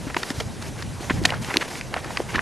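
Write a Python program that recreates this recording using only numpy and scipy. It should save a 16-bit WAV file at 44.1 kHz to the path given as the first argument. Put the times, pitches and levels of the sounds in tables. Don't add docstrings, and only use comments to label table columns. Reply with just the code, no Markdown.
import sys
import numpy as np
from scipy import signal
from scipy.fft import rfft, irfft, next_fast_len
from scipy.io import wavfile
from scipy.ndimage import uniform_filter1d, map_coordinates

SR = 44100
rng = np.random.default_rng(int(sys.argv[2]) if len(sys.argv) > 2 else 0)


def voltage_ratio(level):
    return 10 ** (np.asarray(level, float) / 20)


def store_pcm(level_fs):
    pcm = np.round(np.clip(level_fs, -1, 1) * 32767).astype(np.int16)
    wavfile.write(sys.argv[1], SR, np.atleast_2d(pcm).T)


N = 106413


def unit(x):
    return x / np.sqrt(np.mean(x ** 2) + 1e-20)


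def along(points, hz):
    f, value = np.transpose(points)
    return np.interp(np.log(hz + 1), np.log(f + 1), value)


def wobble(rate):
    knots = rng.standard_normal(int(N * rate / SR) + 4)
    return map_coordinates(knots, [np.arange(N) * rate / SR])


def filtered(x, response):
    m = next_fast_len(N + 8192)
    return irfft(rfft(x, m) * response(np.fft.rfftfreq(m, 1 / SR)), m)[..., :N]


def rush(spectrum, alike, patchy_db):
    z = signal.stft(rng.standard_normal((2, N)), nperseg=512)[2]
    patches = uniform_filter1d(rng.standard_normal(z.shape[1:]), size=8, axis=0)
    patches = uniform_filter1d(patches, size=5, axis=1)
    pair = signal.istft(z * voltage_ratio(patchy_db * unit(patches)), nperseg=512)[1][:, :N]

    def mid_side(hz):
        turn = np.arccos(np.clip(along(alike, hz), -1, 1)) / 2
        return voltage_ratio(along(spectrum, hz)) * [np.cos(turn), np.sin(turn)]

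    mid, side = filtered(pair, mid_side)
    return unit(np.array([mid + side, mid - side]))


def slips(s, gain, hz, cycles, size=200):
    turns = np.arange(size) / SR * hz[:, None]
    soft_start = 1 - np.exp(-(turns / 0.35) ** 2)
    wiggle = gain[:, None] * np.sin(2 * np.pi * turns) * np.exp(-turns / cycles) * soft_start
    at = np.round(s * SR).astype(int)[:, None] + np.arange(size)
    return np.bincount(at.ravel().clip(0, N), wiggle.ravel(), N + 1)[:N]


# [f/Hz, level/dB per Hz]
AIR_COLOUR = [(150, -7), (250, 2.5), (690, -3.5), (1100, -8.5), (3400, -18.5), (6000, -16.5),
              (10300, -24.5), (12700, -35)]
# [f/Hz, likeness 0..1]
AIR_LIKENESS = [(300, .7), (900, .97), (1500, .99), (1750, .5), (2050, .995), (4000, 1), (11300, 1),
                (12300, .2)]


def open_air():
    return voltage_ratio(-39) * rush(AIR_COLOUR, AIR_LIKENESS, patchy_db=1.5)


# [t/s, level/dB]
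GUSTS = [(0, -42), (.3, -48.5), (.4, -42), (.46, -39), (.53, -44), (.65, -39.5), (.78, -44.5), (.86, -37.5),
         (1.06, -47), (1.15, -32), (1.23, -33), (1.29, -43), (1.42, -38), (1.5, -45), (1.62, -48),
         (1.75, -45.5), (2.1, -44.5), (2.3, -44), (2.39, -35.5)]
# [f/Hz, level/dB per Hz]
WIND_COLOUR = [(20, -46), (40, -4.5), (70, 3), (150, 5.5), (270, -7), (400, -23), (800, -31), (2500, -120)]
# [f/Hz, likeness 0..1]
PORT_LIKENESS = [(30, .95), (90, .65), (180, .2), (350, .4)]


def wind():
    s, db = np.transpose(GUSTS)
    strength = voltage_ratio(np.interp(np.arange(N) / SR, s, db) + 8)
    own_lumps_db = 1.2 * np.array([wobble(12), wobble(6.32)])
    shared_gust_db = 0.8 * wobble(7.58)
    rumble = rush(WIND_COLOUR, PORT_LIKENESS, patchy_db=0.6)
    return strength * unit(voltage_ratio(own_lumps_db + shared_gust_db) * rumble)


# [t/s, length/s, finger hiss level/dB, sheet rustle level/dB]
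SLIDING_STROKES = [(0, 0.12, -49, -50), (0.172, 0.038, -36.5, -49), (0.207, .075, -41, -47),
                   (.283, 0.038, -36, -41), (0.342, 0.091, -41, -49), (0.613, 0.082, -44.5, -44.5),
                   (0.778, 0.039, -45, -38.5), (1.002, 0.197, -42.5, -42.5), (1.102, 0.017, -42, -29.5),
                   (1.224, 0.083, -40, -35), (1.306, 0.072, -52, -37), (1.416, 0.073, -40.5, -41.5),
                   (1.475, 0.11, -40, -33), (1.597, 0.067, -41, -33), (1.7, 0.1, -38, -41),
                   (1.932, 0.071, -66, -35), (2.033, 0.15, -56, -40), (2.093, 0.14, -44.5, -42.5),
                   (1.679, 0.014, -36.5, -34), (2.284, 0.093, -44, -39.5), (2.334, 0.068, -66, -30.5)]
# [f/Hz, level/dB per Hz]
FINGER_COLOUR = [(800, 12), (2000, 7), (4000, 6.5), (6500, 7.5), (9000, 0), (13000, -9.5)]


def slides(count=9000):
    t = np.arange(N) / SR
    edge_s, fade_s = 0.014, 0.022
    strokes = []
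    for start, length, *_ in SLIDING_STROKES:
        rise, fall = (t - start) / edge_s, (start + length - t) / fade_s
        strokes.append(np.clip(np.minimum(rise, fall) + 0.5, 0, 1))
    power = voltage_ratio(2 * np.array(SLIDING_STROKES)[:, 2:])
    finger, sheet = np.sqrt(power.T @ np.array(strokes) ** 2)

    hiss = rush(FINGER_COLOUR, [(1000, 0.72)], patchy_db=1.4)[0]
    hiss = hiss * voltage_ratio(1.3 * wobble(40.2))

    u, g = rng.random((2, count)), rng.standard_normal((2, count))
    size = np.sign(g[0]) * voltage_ratio(-2.5 * np.log(u[1]))
    pitch_hz = 1300 * np.exp(0.643 * g[1])
    grains = slips(u[0] * N / SR, size, pitch_hz, cycles=1.3)
    rustle = unit(grains * voltage_ratio(2.2 * wobble(59.81)))
    return finger * hiss + sheet * rustle


# [t/s, peak level/dB, f/Hz, t60/s]
PANEL_FLAPS = [(0.069, -22.5, 283, 0.038), (0.165, -17.5, 352, 0.017), (0.306, -19, 272, 0.032),
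               (0.406, -28.5, 463, 0.063), (1.007, -24.5, 310, 0.026), (1.1069, -10.5, 271, 0.02),
               (1.215, -20, 350, 0.039), (1.249, -28, 313, 0.12), (1.5605, -15, 284, 0.02),
               (1.5715, -17, 347, 0.024), (1.305, -18.5, 516, 0.011), (1.485, -26.5, 308, 0.013),
               (2.059, -23.5, 314, 0.018), (2.1965, -22.5, 360, 0.021), (2.205, -18, 360, 0.014),
               (2.347, -22, 320, 0.029), (2.368, -24.5, 260, 0.042)]


def flaps():
    out, t = np.zeros(N + SR), np.arange(SR // 8) / SR
    onset = 1 - np.exp(-t / 0.00047)
    for s, db, hz, t60 in PANEL_FLAPS:
        phase = 2 * np.pi * hz * t * (1 - 3 * t)
        push = voltage_ratio(db + 6 - 60 * t / t60) * np.sin(phase) * onset
        out[round(s * SR):][:len(t)] -= push
    return out[:N]


def creases(rows, shape_db, count=24):
    slips_per_ms, cycles, size_db = 2.6, 0.91, -1.5
    tail_t60_s, tail_db = 0.03, -11
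    out, k = np.zeros(N), np.arange(count)
    for s, db, hz, ms, edge_db in rows:
        u, g = rng.random((4, count)), rng.standard_normal((5, count)).clip(-2, 2)
        g[:4, 0], u[:2, 0] = 0, 0
        after_ms = (k + u[0]) / slips_per_ms
        at = s + after_ms / 1e3
        going = np.clip((ms - after_ms) * slips_per_ms + 1, 0, 1)
        gain = going * voltage_ratio(db + 2.5 + shape_db(after_ms / ms)) * np.sign(u[1] - 0.5)
        out += slips(at, gain * voltage_ratio(size_db * g[0]), hz * np.exp(0.38 * g[1]), cycles)
        out += slips(at, gain * voltage_ratio(edge_db + size_db * g[2]), 4830 * np.exp(0.17 * g[3]), cycles)
        late = (k + u[2]) / count * tail_t60_s / 2
        tail_gain = voltage_ratio(db + tail_db - 60 * late / tail_t60_s) * g[4]
        out += slips(s + ms / 1e3 + late, tail_gain, hz * 0.55 * 2.6 ** u[3], cycles)
    return out


# [t/s, peak level/dB, f/Hz, length/ms, bright edge level/dB]
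FOLD_CRINKLES = [(.070, -33, 1410, 20, -18), (.1665, -20.5, 1010, 3.6, 1), (.166, -13.5, 2380, 5.2, -23),
                 (.400, -20, 1560, 11.7, 0), (1.101, -18.5, 2570, 7, -9), (1.286, -25.5, 1880, 14, -13),
                 (1.3025, -19, 3600, 5.3, -8), (1.333, -24, 1030, 7.2, -9), (1.499, -24, 1580, 29, -22),
                 (1.609, -19.5, 1910, 31, -6), (1.963, -22, 920, 9.2, -18), (2.044, -24, 1300, 4, -1.5),
                 (2.288, -31, 1790, 24, -25), (2.341, -23, 1800, 18, -19), (2.354, -16, 2350, 8.2, -10)]


def crinkles():
    return creases(FOLD_CRINKLES, lambda u: -6 * (2 * (u - 0.37)) ** 2, count=52)


# [t/s, level/dB, f/Hz, life/cycles]
FACET_TICKS = [(.1654, -14, 2240, 1.2), (.1666, -13, 966, 3.4), (0.234, -16, 1830, 3.5),
               (.404, -24.5, 650, 6.5), (1.0975, -6.5, 1590, 0.86), (1.0991, -3.5, 1920, 0.83),
               (1.0992, -13.5, 1070, 4.5), (1.101, -16, 2020, 2.5), (1.1069, -7.5, 1730, 1.1),
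               (1.1115, -21, 1980, 2.1), (1.116, -27, 1830, 2.6), (1.1205, -33, 2200, 2.1),
               (1.2475, -19, 1490, 2.5), (1.2523, 0.5, 2660, 0.74), (1.2525, -9, 1833, 6.7),
               (1.2526, -2.5, 4530, 2.3), (1.2528, -11, 6400, 3.6), (1.253, -12.5, 720, 2.6),
               (1.255, -5, 4220, 4.3), (1.2556, -7, 3660, 1.4), (1.2556, -5, 6930, 6.6),
               (1.2558, -16, 9300, 8.4), (1.2568, -5, 3040, 2.8), (1.2925, -21, 1870, 3.7),
               (1.303, -14, 2170, 1.4), (1.3045, -14, 2890, 4.9), (1.322, -3, 800, 0.59),
               (1.3228, -18, 2000, 1.8), (1.3325, -22, 1090, 2.9), (1.336, -19, 1390, 2.2),
               (1.3408, -11.5, 1350, 1.6), (1.5688, -32, 2400, 1.5), (1.5695, -1, 2300, 1.2),
               (1.57, 4, 4200, 1.9), (1.5701, -3, 6300, 2.2), (1.5707, -7, 3100, 2.2), (1.57, -12, 9700, 5),
               (1.965, -20, 710, 2.5), (2.1721, -3.5, 2470, 1.2), (2.1724, -14.5, 4830, 3.4),
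               (2.1725, -14, 1110, 1.4), (2.1732, -18, 3870, 1.7), (2.1752, -19, 1970, 3.4),
               (2.202, -3.5, 534, 0.77), (2.344, -22, 2400, 3), (2.3475, -16, 1300, 1.6),
               (2.3515, -10, 1410, 2.1), (2.357, -17, 1743, 10), (2.382, -8, 1100, 1.5),
               (2.3921, 0.5, 1570, 0.87)]


def ticks():
    s, db, hz, cycles = np.transpose(FACET_TICKS)
    return slips(s, voltage_ratio(db), hz, cycles[:, None], size=500)


# [t/s, peak level/dB, f/Hz, length/ms, bright edge level/dB]
CREASE_SNAPS = [(.100, -26.5, 1300, 8.8, -10), (.1445, -16.5, 1670, 2.7, -4), (.2312, -18, 1500, 3.3, 5),
                (.303, -18.5, 1800, 2.3, 5), (.4015, -20, 3040, 5, 2), (.624, -28, 2440, 2.9, 4.5),
                (.823, -25, 1800, 5.6, 4), (1.1085, -23.5, 2140, 3.5, -14),
                (1.2522, -14.5, 1810, 4.3, 11.5), (1.2572, -23.5, 2470, 4.9, 11.5),
                (1.324, -20, 1230, 3.9, -13), (1.446, -21, 2820, 2.3, 1), (1.540, -13, 2340, 3.4, -2.5),
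                (1.560, -12.5, 1200, 1.4, -8), (1.811, -15, 1940, 1.6, -4), (1.9405, -11.5, 1920, 1.8, -8),
                (1.9412, -11.5, 1050, 1.5, -30), (1.9632, -22, 1810, 2.2, -17),
                (1.970, -23, 2070, 3.5, -20), (2.105, -21, 940, 2.5, -9), (2.1715, -17.5, 2430, 2.9, -2),
                (2.2022, -23, 2200, 0.93, -20), (2.384, -25, 1520, 3.8, -25),
                (2.3935, -21, 1770, 0.18, -31)]


def snaps():
    return creases(CREASE_SNAPS, lambda u: -4 * u)


# [f/Hz, level/dB]
TREBLE_LIFT = [(7700, 0), (8600, 0), (9500, 5), (11000, 2), (13000, 2)]


def off_the_sheet(paper):
    def response(hz):
        bass_loss = 1j * hz / (140 + 1j * hz)
        treble_loss = 1 / (1 + 1j * hz / 9200) ** 2
        return voltage_ratio(along(TREBLE_LIFT, hz)) * bass_loss * treble_loss

    return filtered(paper, response)


# [f/Hz, side level/dB]
SIDE_LEVEL = [(300, -49), (900, -29), (1450, -35.5), (1700, -9.5), (2050, -32), (3700, -31), (5700, -33),
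              (8600, -41), (12300, -8)]


def spread(paper):
    lag_s = 0.00074
    side = filtered(paper, lambda hz: voltage_ratio(along(SIDE_LEVEL, hz)) * np.exp(-2j * np.pi * hz * lag_s))
    return np.array([paper + side, paper - side])


def scene():
    paper = off_the_sheet(snaps() + crinkles() + ticks() + flaps()) + slides()
    return open_air() + wind() + spread(paper)


def roll_off(x):
    return signal.sosfilt(signal.butter(12, 13600, fs=SR, output="sos"), x)


# [f/Hz, level/dB]
CAPSULE = [(900, -0.5), (1300, -1.5), (1800, 3), (6800, 0.5), (8500, 1.5), (9700, 4), (11000, 5.5)]


def record(dry):
    top_hz, ceiling = 13400, 0.95
    mix = filtered(dry, lambda hz: voltage_ratio(along(CAPSULE, hz)) * np.clip((top_hz - hz) / 800, 0, 1))
    mix = mix / (1 + np.abs(mix / ceiling) ** 8) ** (1 / 8)
    return roll_off(mix)


dry = scene()
out = record(dry)
store_pcm(out)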